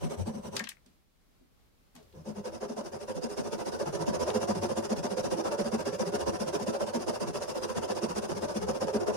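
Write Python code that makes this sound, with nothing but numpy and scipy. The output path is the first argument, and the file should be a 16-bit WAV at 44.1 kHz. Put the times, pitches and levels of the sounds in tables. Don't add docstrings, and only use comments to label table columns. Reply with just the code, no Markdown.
import sys
import numpy as np
from scipy import signal
from scipy.fft import rfft, irfft, next_fast_len
from scipy.io import wavfile
from scipy.ndimage import uniform_filter1d, map_coordinates

SR = 44100
rng = np.random.default_rng(int(sys.argv[2]) if len(sys.argv) > 2 else 0)


def gain_from_db(level_db):
    decades = np.asarray(level_db, float) / 20
    return 10 ** decades


def transcribe(signal):
    frames = np.atleast_2d(signal).T
    limited = np.clip(frames, -1, 1)
    pcm = np.round(limited * 32767).astype(np.int16)
    wavfile.write(sys.argv[1], SR, pcm)


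N = 403956

# (time [s], push level [dB], pull under push [dB],
# bench over rasp in a push [dB], vise over rasp [dB])
ARM = [(2.26, -54, -3.5, 18, 12), (2.45, -49.5, -3.5, 5, 13), (2.77, -47.5, -4.5, 11.5, 11.5),
       (2.92, -50, -1.5, 11.5, 11), (3.2, -46, -3, 4, 10.5), (3.38, -44, -2, 11.5, 8),
       (3.93, -42.5, -3.5, 5, 11), (4.25, -40.5, -1, 12, 13), (4.6, -41, -2.5, 7.5, 11.5),
       (4.9, -41.5, -4, 9, 10), (5.45, -41.5, -2.5, 9, 12.5), (5.72, -41.5, -3.5, 15, 11),
       (5.95, -41, -4, 5.5, 11.5), (6.13, -40.5, -3.5, 10.5, 11.5), (7.2, -41.5, -5, 10.5, 9.5),
       (7.38, -42.5, -1, 0.5, 9.5), (8.25, -42, -3, 6.5, 10.5), (8.9, -42, -4.5, 13, 13.5)]


def unit(x):
    return x / np.sqrt(np.mean(x ** 2) + 1e-20)


def along(points, hz):
    f, v = np.transpose(points)
    return np.interp(np.log(hz + 1), np.log(f + 1), v)


def curve(rows):
    return np.interp(np.arange(N) / SR, *np.transpose(rows))


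def wobble(rate):
    knots = rng.standard_normal(int(N * rate / SR) + 4)
    return map_coordinates(knots, [np.arange(N) * rate / SR])


def filtered(x, response):
    m = next_fast_len(N + SR // 2)
    return irfft(rfft(x, m) * response(np.fft.rfftfreq(m, 1 / SR)), m)[..., :N]


def air():
    # (frequency [Hz], level per Hz [dB])
    spectrum = [(15, -27), (25, 2.5), (205, -8), (500, -15), (2520, -25), (4450, -26), (7830, -31.5),
                (15800, -31.5)]
    # (time [s], level [dB])
    hush_db = [(0, -63), (1.19, -70.5), (1.23, -67.5), (1.65, -69), (1.7, -70), (2.1, -64.5), (9.16, -64.5)]
    hush = filtered(rng.standard_normal((2, N)), lambda hz: gain_from_db(along(spectrum, hz)))
    return unit(hush) * gain_from_db(curve(hush_db) + 3 + 0.7 * wobble(12) + 0.8 * wobble(5))


def resonate(force, modes):
    def response(f):
        both = 0
        for k, (centre, width, left_db, right_db) in enumerate(modes):
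            mode = 1j * f * width / (centre * centre - f * f + 1j * f * width)
            both = both + (-1) ** k * gain_from_db([[left_db], [right_db]]) * mode
        return both / np.sqrt(np.mean(np.abs(both) ** 2))
    return filtered(force, response)


def effort(strokes, levels_db, rise, fall, edge):
    t = np.arange(-SR // 10, SR // 5) / SR
    total = np.zeros(N + SR)
    for (start, length_ms, *_), db in zip(strokes, levels_db):
        middle = length_ms / 2000
        bite = np.abs((middle - t) / (middle + rise)) ** edge
        release = ((t - middle) / (middle + fall)) ** 2
        hump = np.exp(-np.where(t < middle, bite, release))
        total[round(start * SR) + SR // 10:][:len(t)] += gain_from_db(db) * hump
    return total[SR // 5:][:N]


def catches(rate, scatter, size_db):
    count = np.cumsum(rate * gain_from_db(scatter * wobble(60))) / SR
    hit = np.diff(np.floor(count), prepend=0) > 0
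    return unit(hit * gain_from_db(size_db * rng.standard_normal(N)))


def even(x, seconds):
    power = uniform_filter1d(np.mean(x ** 2, axis=0), int(seconds * SR))
    return x / np.sqrt(np.abs(power) + 1e-20)


def vise_ring(strokes, force, vise_db):
    # (frequency [Hz], width [Hz], left level [dB], right level [dB])
    vise_modes = [(339.3, 22.8, -7.5, -1), (415.5, 18.4, -1.5, 0.5), (513.4, 22.5, -4, 2.5),
                  (572, 27.2, -3, 1), (629.7, 38.4, -9.5, -5), (714.3, 40.6, -7, -15.5),
                  (898, 93, -12.5, -16), (999, 91, -13, -7), (1113, 204, -15, -21), (1330, 310, -22.5, -20),
                  (1593, 200, -25.5, -45)]
    ring = even(resonate(force, vise_modes), 0.03)
    return ring * effort(strokes, vise_db + 1.5, rise=0.0031, fall=0.0098, edge=3.1)


def chatter(strokes):
    start, *_, hz = np.transpose(strokes)
    current = np.searchsorted(start - 0.012, np.arange(N) / SR) - 1
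    pitch = hz[np.clip(current, 0, None)] * (1 + 0.03954 * wobble(50))
    turn = 2 * np.pi * np.cumsum(pitch) / SR
    octave = 0.31 * np.exp(-((2 * pitch - 420) / 50) ** 2)
    hum = np.sin(turn) + octave * np.sin(2 * turn + wobble(30))
    return unit(hum * gain_from_db(3 * wobble(45)))


def bench_shake(strokes, force, bench_db):
    # (frequency [Hz], width [Hz], left level [dB], right level [dB])
    bench_modes = [(145.4, 55, 1.2, 3), (223, 140, 2.9, -5)]
    shove = effort(strokes, bench_db - 2.5, rise=-0.0073, fall=0.0034, edge=3.8)
    hum = shove * chatter(strokes) * gain_from_db([[0.6], [-0.6]])
    shaken = resonate(resonate(0.49 * shove * force, bench_modes), bench_modes)
    return hum + shaken * gain_from_db(-17.5)


def patchy(x, depth_db):
    z = signal.stft(x, nperseg=768)[2]
    streaks = uniform_filter1d(rng.standard_normal(z.shape), size=2, axis=1)
    streaks = uniform_filter1d(streaks, size=3, axis=2)
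    return unit(signal.istft(z * gain_from_db(depth_db * unit(streaks)), nperseg=768)[1][:, :N])


def fibre_tearing(strokes, teeth, rasp_db, frame):
    decay = gain_from_db(-60 * np.arange(400) / SR / 0.003)
    bite = np.convolve(teeth, decay)[:N]
    fibres = patchy(rng.standard_normal((2, N)), depth_db=4)
    fibres = fibres * (1.6 + 0.29 * unit(bite)) * gain_from_db(1.4 * wobble(90))
    pressure = effort(strokes, rasp_db + 0.18, rise=0.0052, fall=0.0027, edge=2.95)
    return resonate(unit(fibres) * pressure, frame)


def free_end(strokes, teeth, force, rasp_db, bench_db):
    # (frequency [Hz], width [Hz], left level [dB], right level [dB])
    end_modes = [(965, 116, 2, -1), (1182, 198, -3.5, -6.5), (1504, 210, -11, -12)]
    free_db = rasp_db - 1 - 0.49 * (bench_db - rasp_db - 7.5)
    pressure = effort(strokes, free_db, rise=0.0012, fall=0.0043, edge=2)
    return resonate(unit(teeth - teeth.mean() + 0.35 * force) * pressure, end_modes)


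def sawing(strokes, frame, grip_db):
    _, _, rasp_db, bench_db, _ = np.transpose(strokes)
    vise_db = rasp_db + grip_db + rng.standard_normal(len(strokes))
    teeth = catches(rate=330, scatter=3, size_db=4.0)
    force = unit(teeth - teeth.mean() + 0.78 * rng.standard_normal((2, N)))
    vise = vise_ring(strokes, force, vise_db)
    bench = bench_shake(strokes, force, bench_db)
    rasp = fibre_tearing(strokes, teeth, rasp_db, frame)
    return vise + bench + rasp + free_end(strokes, teeth, force, rasp_db, bench_db)


def sway(strokes):
    # (time [s], level [dB])
    sway_db = [(0.02, -46), (0.15, -65), (0.22, -37.5), (0.34, -64.5), (0.58, -52), (.72, -87), (1.9, -96),
               (2.28, -52.5), (2.8, -60), (3.5, -54.5), (4.05, -57), (4.28, -48.5), (5.0, -56.5),
               (6.18, -50.5), (6.72, -57), (7.68, -52), (8.5, -49), (9.1, -55.5)]
    top_hz = 96.9
    _, _, rasp_db, bench_db, _ = np.transpose(strokes)
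    shoves = effort(strokes, 0.48 * (bench_db - rasp_db - 9), rise=0.004, fall=0.019, edge=2.2)
    level = gain_from_db(curve(sway_db) - 3 + 3.2 * wobble(7)) * (0.45 + shoves)
    turn = 2 * np.pi * np.cumsum(top_hz * (1 + 0.12 * wobble(25))) / SR
    hum = unit(np.sin(turn) * gain_from_db(3.5 * wobble(14)))
    rumble = unit(filtered(rng.standard_normal((2, N)),
                           lambda hz: np.exp(-(np.log((hz + 1) / 92) / 0.39) ** 2)))
    return level * (hum + 0.91 * rumble) * gain_from_db([[0.5], [-2.8]])


def noise_band(low_hz, high_hz, count):
    sos = signal.butter(N=2, Wn=[low_hz, min(high_hz, 20000)], btype="band", fs=SR, output="sos")
    return unit(signal.sosfilt(sos, rng.standard_normal((2, count))))


def cracks(contacts, t60):
    t = np.arange(-SR // 50, SR // 3) / SR
    out = np.zeros((2, N + SR))
    for s, db, pan_db, low_hz, high_hz in contacts:
        burst = noise_band(low_hz, high_hz, len(t)) * np.exp(-(t / 0.0029) ** 2)
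        tail = noise_band(low_hz, 0.7 * high_hz + 0.3 * low_hz, len(t))
        tail = tail * gain_from_db(-7 - 60 * np.abs(t) / t60) * (t > 0)
        gain = gain_from_db([[db - 11 + pan_db / 2], [db - 4.5 - pan_db / 2]])
        out[:, round(s * SR) - SR // 50:][:, :len(t)] += gain * (burst + tail)
    return out[:, :N]


def tip_snaps():
    # (time [s], peak level [dB], left over right plus 6.5 [dB], low edge [Hz], high edge [Hz])
    fractures = [
        (0.559, -40, -4, 800, 11830),
        (.568, -21, 10, 900, 7200),
        (.569, -28, 8, 4600, 5630),
        (0.595, -29.5, 16, 2500, 8900),
        (0.599, -23.5, 13, 1630, 2200),
        (.606, -26, 1.5, 350, 1400),
        (0.642, -30.5, 10, 1490, 6000),
        (0.6919, -27.5, 10, 1400, 12000),
    ]
    return cracks(fractures, t60=0.11)


def thuds():
    # (time [s], level [dB], t60 [s], centre [Hz], band edge over centre [ratio])
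    knocks = [
        (0.606, -30, 0.087, 227, 1.12),
        (.862, -55, 0.15, 240, 1.4),
        (1.407, -57, 0.2, 285, 1.25),
        (1.948, -50, 0.21, 213, 1.3),
        (1.989, -57, 0.5, 430, 1.17),
        (2.134, -55, 0.5, 330, 1.4),
        (1.95, -53, 0.25, 645, 1.4),
    ]
    t = np.arange(-SR // 50, SR // 3) / SR
    out = np.zeros((2, N + SR))
    for s, db, t60, hz, wide in knocks:
        knock = noise_band(hz / wide, hz * wide, len(t))[0]
        knock = gain_from_db(db - 60 * t / t60) * np.clip(t / 0.008, 0, 1) * knock
        out[:, round(s * SR) - SR // 50:][:, :len(t)] += knock
    return out[:, :N]


def ticks():
    # (time [s], peak level [dB], left over right plus 6.5 [dB], low edge [Hz], high edge [Hz])
    touches = [
        (0.6738, -32, 18.5, 1220, 3000),
        (0.7192, -40, 11, 1500, 2460),
        (.771, -54, 16, 1400, 2340),
        (4.304, -29, 13, 592, 4470),
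    ]
    return cracks(touches, t60=0.053)


def scrapes():
    # (time [s], peak level [dB], left over right plus 6.5 [dB], low edge [Hz], high edge [Hz])
    slides = [
        (0.863, -53.5, 4, 1000, 8950),
        (1.954, -47, 14, 300, 12000),
        (1.964, -44.5, 7, 900, 7000),
        (2.03, -59, 5, 2000, 11000),
        (2.127, -57, 5, 2500, 5000),
    ]
    return cracks(slides, t60=0.24)


def stick_strokes():
    # (time [s], pushes made [count], share of the cycle taken by the push [ratio])
    pace = [(2.261, 0, .51), (2.449, 1, .47), (2.616, 2, .47), (3.083, 5, .49), (3.225, 6, .5),
            (3.521, 8, .47), (3.935, 11, .47), (4.201, 13, .49), (4.765, 17, .47), (5.036, 19, .47),
            (5.723, 24, .465), (6.267, 28, .47), (7.208, 35, .45), (7.342, 36, .5), (7.621, 38, .5),
            (8.292, 43, .5), (8.939, 48, .48), (9.205, 50, .45)]
    # (start [s], length [ms], rasp [dB], bench [dB], bench hum [Hz])
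    first_touch = (2.149, 67, -66.5, -46.5, 159.5)
    # (time [s], bench level [dB], hum [Hz])
    locked = [(2.36, -39.5, 218), (2.69, -38.5, 223), (3.15, -35, 165), (3.44, -35, 227),
              (3.86, -34.5, 164), (3.94, -36.5, 164), (4.0, -34, 160.7), (4.07, -29.5, 219.7),
              (4.13, -35, 162), (4.41, -35.5, 206.4), (4.69, -34, 228.6), (4.76, -34.5, 220),
              (4.96, -33, 160.7), (5.1, -34.5, 204), (5.24, -33, 215), (5.31, -30, 208.8),
              (5.65, -35, 228.5), (5.72, -28, 223), (5.86, -33.5, 236), (6.06, -36.5, 166),
              (6.33, -39, 172), (6.46, -34, 161), (6.54, -33, 231.3), (6.6, -36, 218.2), (6.94, -28.5, 226),
              (7.27, -35, 163), (7.69, -45, 208), (7.76, -31.5, 220), (8.02, -30, 223), (9.0, -40.5, 223)]
    fill = 0.56
    s, made, share = np.transpose(pace)
    k = np.arange(made[-1])
    push, following = np.interp(k, made, s), np.interp(k + 1, made, s)
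    pull = push + np.interp(k, made, share) * (following - push)
    at, push_db, under_db, lock_db, _ = np.transpose(ARM)
    chance = rng.standard_normal((len(k), 4))
    hard_db = np.interp(push, at, push_db)
    soft_db = np.interp(pull, at, push_db + under_db)
    push_bench_db = hard_db + np.interp(push, at, lock_db) + chance[:, 0]
    pull_bench_db = soft_db + 4 + 1.8 * chance[:, 2]
    push_hum_hz = 220.3 * (1 + 0.02 * chance[:, 1])
    pull_hum_hz = 204.9 * (1 + 0.1 * chance[:, 3])
    pushes = np.transpose([push, 1e3 * fill * (pull - push), hard_db, push_bench_db, push_hum_hz])
    pulls = np.transpose([pull, 1e3 * fill * (following - pull), soft_db, pull_bench_db, pull_hum_hz])
    rows = np.stack([pushes, pulls], axis=1).reshape(2 * len(k), -1)
    for when, db, hz in locked:
        rows[np.argmin(np.abs(rows[:, 0] - when)), -2:] = db, hz
    return [first_touch, *rows]


def room(x):
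    # (frequency [Hz], t60 [s])
    decay_times = [(200, .22), (2000, .12), (10000, .08)]
    out, size = np.zeros((2, N + SR)), SR // 4
    for start in range(0, N, size // 2):
        hz, t, z = signal.stft(rng.standard_normal((2, size)), SR, nperseg=256)
        decay = gain_from_db(-60 * t / along(decay_times, hz)[:, None])
        tail = signal.istft(z * decay, SR, nperseg=256)[1]
        piece = x[:, start:start + size]
        piece = piece * np.hanning(size)[:piece.shape[1]]
        echo = signal.fftconvolve(piece, tail / np.linalg.norm(tail[0]), axes=1)
        out[:, start:start + echo.shape[1]] += echo
    return out[:, :N]


def scene():
    # (start [s], length [ms], rasp level [dB], bench level [dB], bench hum [Hz])
    pencil = [
        (0.017, 57, -48.5, -27, 156.4),
        (0.104, 42, -48, -40.5, 241.3),
        (0.177, 50, -51.5, -35, 203.2),
        (0.265, 40, -50, -31.5, 228),
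        (0.334, 69, -56.5, -39.5, 203),
        (0.438, 49.5, -52.5, -37, 217),
        (.527, 53, -51.5, -44.5, 233),
    ]
    # (frequency [Hz], width [Hz], left level [dB], right level [dB])
    frame_pencil = [(1400, 130, 2, -2), (2200, 480, -1, 0), (2900, 430, 6.5, 2), (4200, 2200, -2.5, -1.5),
                    (6000, 470, 3.5, 8), (7900, 730, 1.5, -1), (9550, 1500, -2, -1),
                    (13400, 2500, -12, -21)]
    frame_stick = [(1550, 514, 0.5, -2.5), (2790, 265, -1, 1.5), (3390, 810, -6.5, -5), (4880, 540, -4, 1),
                   (5816, 466, 3, 3), (6834, 460, -27, 0.5), (9070, 1110, -39, 0.5),
                   (9640, 1870, -7.5, -3.5), (12900, 2700, -18.5, -18.5)]
    blade = [(4945, 90, -9, -4), (5430, 120, -6, -6), (5890, 120, -4, -6), (6820, 150, -9, -8)]
    stick = stick_strokes()
    at, *_, arm_grip_db = np.transpose(ARM)
    is_pull = np.arange(len(stick)) % 2 == 0
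    grip_db = np.interp(np.transpose(stick)[0], at, arm_grip_db) - 0.5 * is_pull
    near = sawing(pencil, frame_pencil, 10.6) + sawing(stick, frame_stick + blade, grip_db)
    near = near + sway(pencil + stick) + tip_snaps() + thuds() + ticks() + scrapes()
    return near + gain_from_db(-8.5) * room(near) + air()


def band_limit(x):
    return signal.sosfilt(signal.butter(12, 15830, fs=SR, output="sos"), x)


def record(dry):
    # (from [s], to [s])
    opposed = [(0, .25), (2.51, 2.6), (2.83, 2.91), (2.99, 3.85), (3.92, 3.98), (4.05, 4.26), (4.95, 5.02),
               (5.22, 5.36), (5.44, 5.57), (5.98, 6.04), (6.18, 6.39), (6.52, 6.58), (6.72, 6.85),
               (7.06, 7.87), (7.94, 8), (8.21, 8.34), (8.99, 9.12)]
    deep_flips = [.12, 2.42, 2.82, 3.3, 4.15, 5.6, 5.8, 6.02, 6.2, 7.02, 7.6, 8.02, 8.25, 8.6, 8.8, 8.98]
    hz, t, z = signal.stft(dry[1], SR, nperseg=1024)
    drift = uniform_filter1d(rng.standard_normal(z.shape), size=2, axis=0)
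    drift = unit(uniform_filter1d(drift, size=10, axis=1))
    drift[(hz > 120) & (hz < 290)] = (-1.) ** np.searchsorted(np.ravel(opposed), t, side="right")
    drift[hz < 120] = -(-1.) ** np.searchsorted(deep_flips, t)
    drift[hz > 2000] = 1
    phase = np.pi / 2 * (np.tanh(3 * drift) - 1)
    right = signal.istft(z * np.exp(1j * phase), nperseg=1024)[1][:N]
    mix = filtered(np.array([dry[0], right]), lambda hz: hz < 15830)
    return band_limit(mix)


dry = scene()
out = record(dry)
transcribe(out)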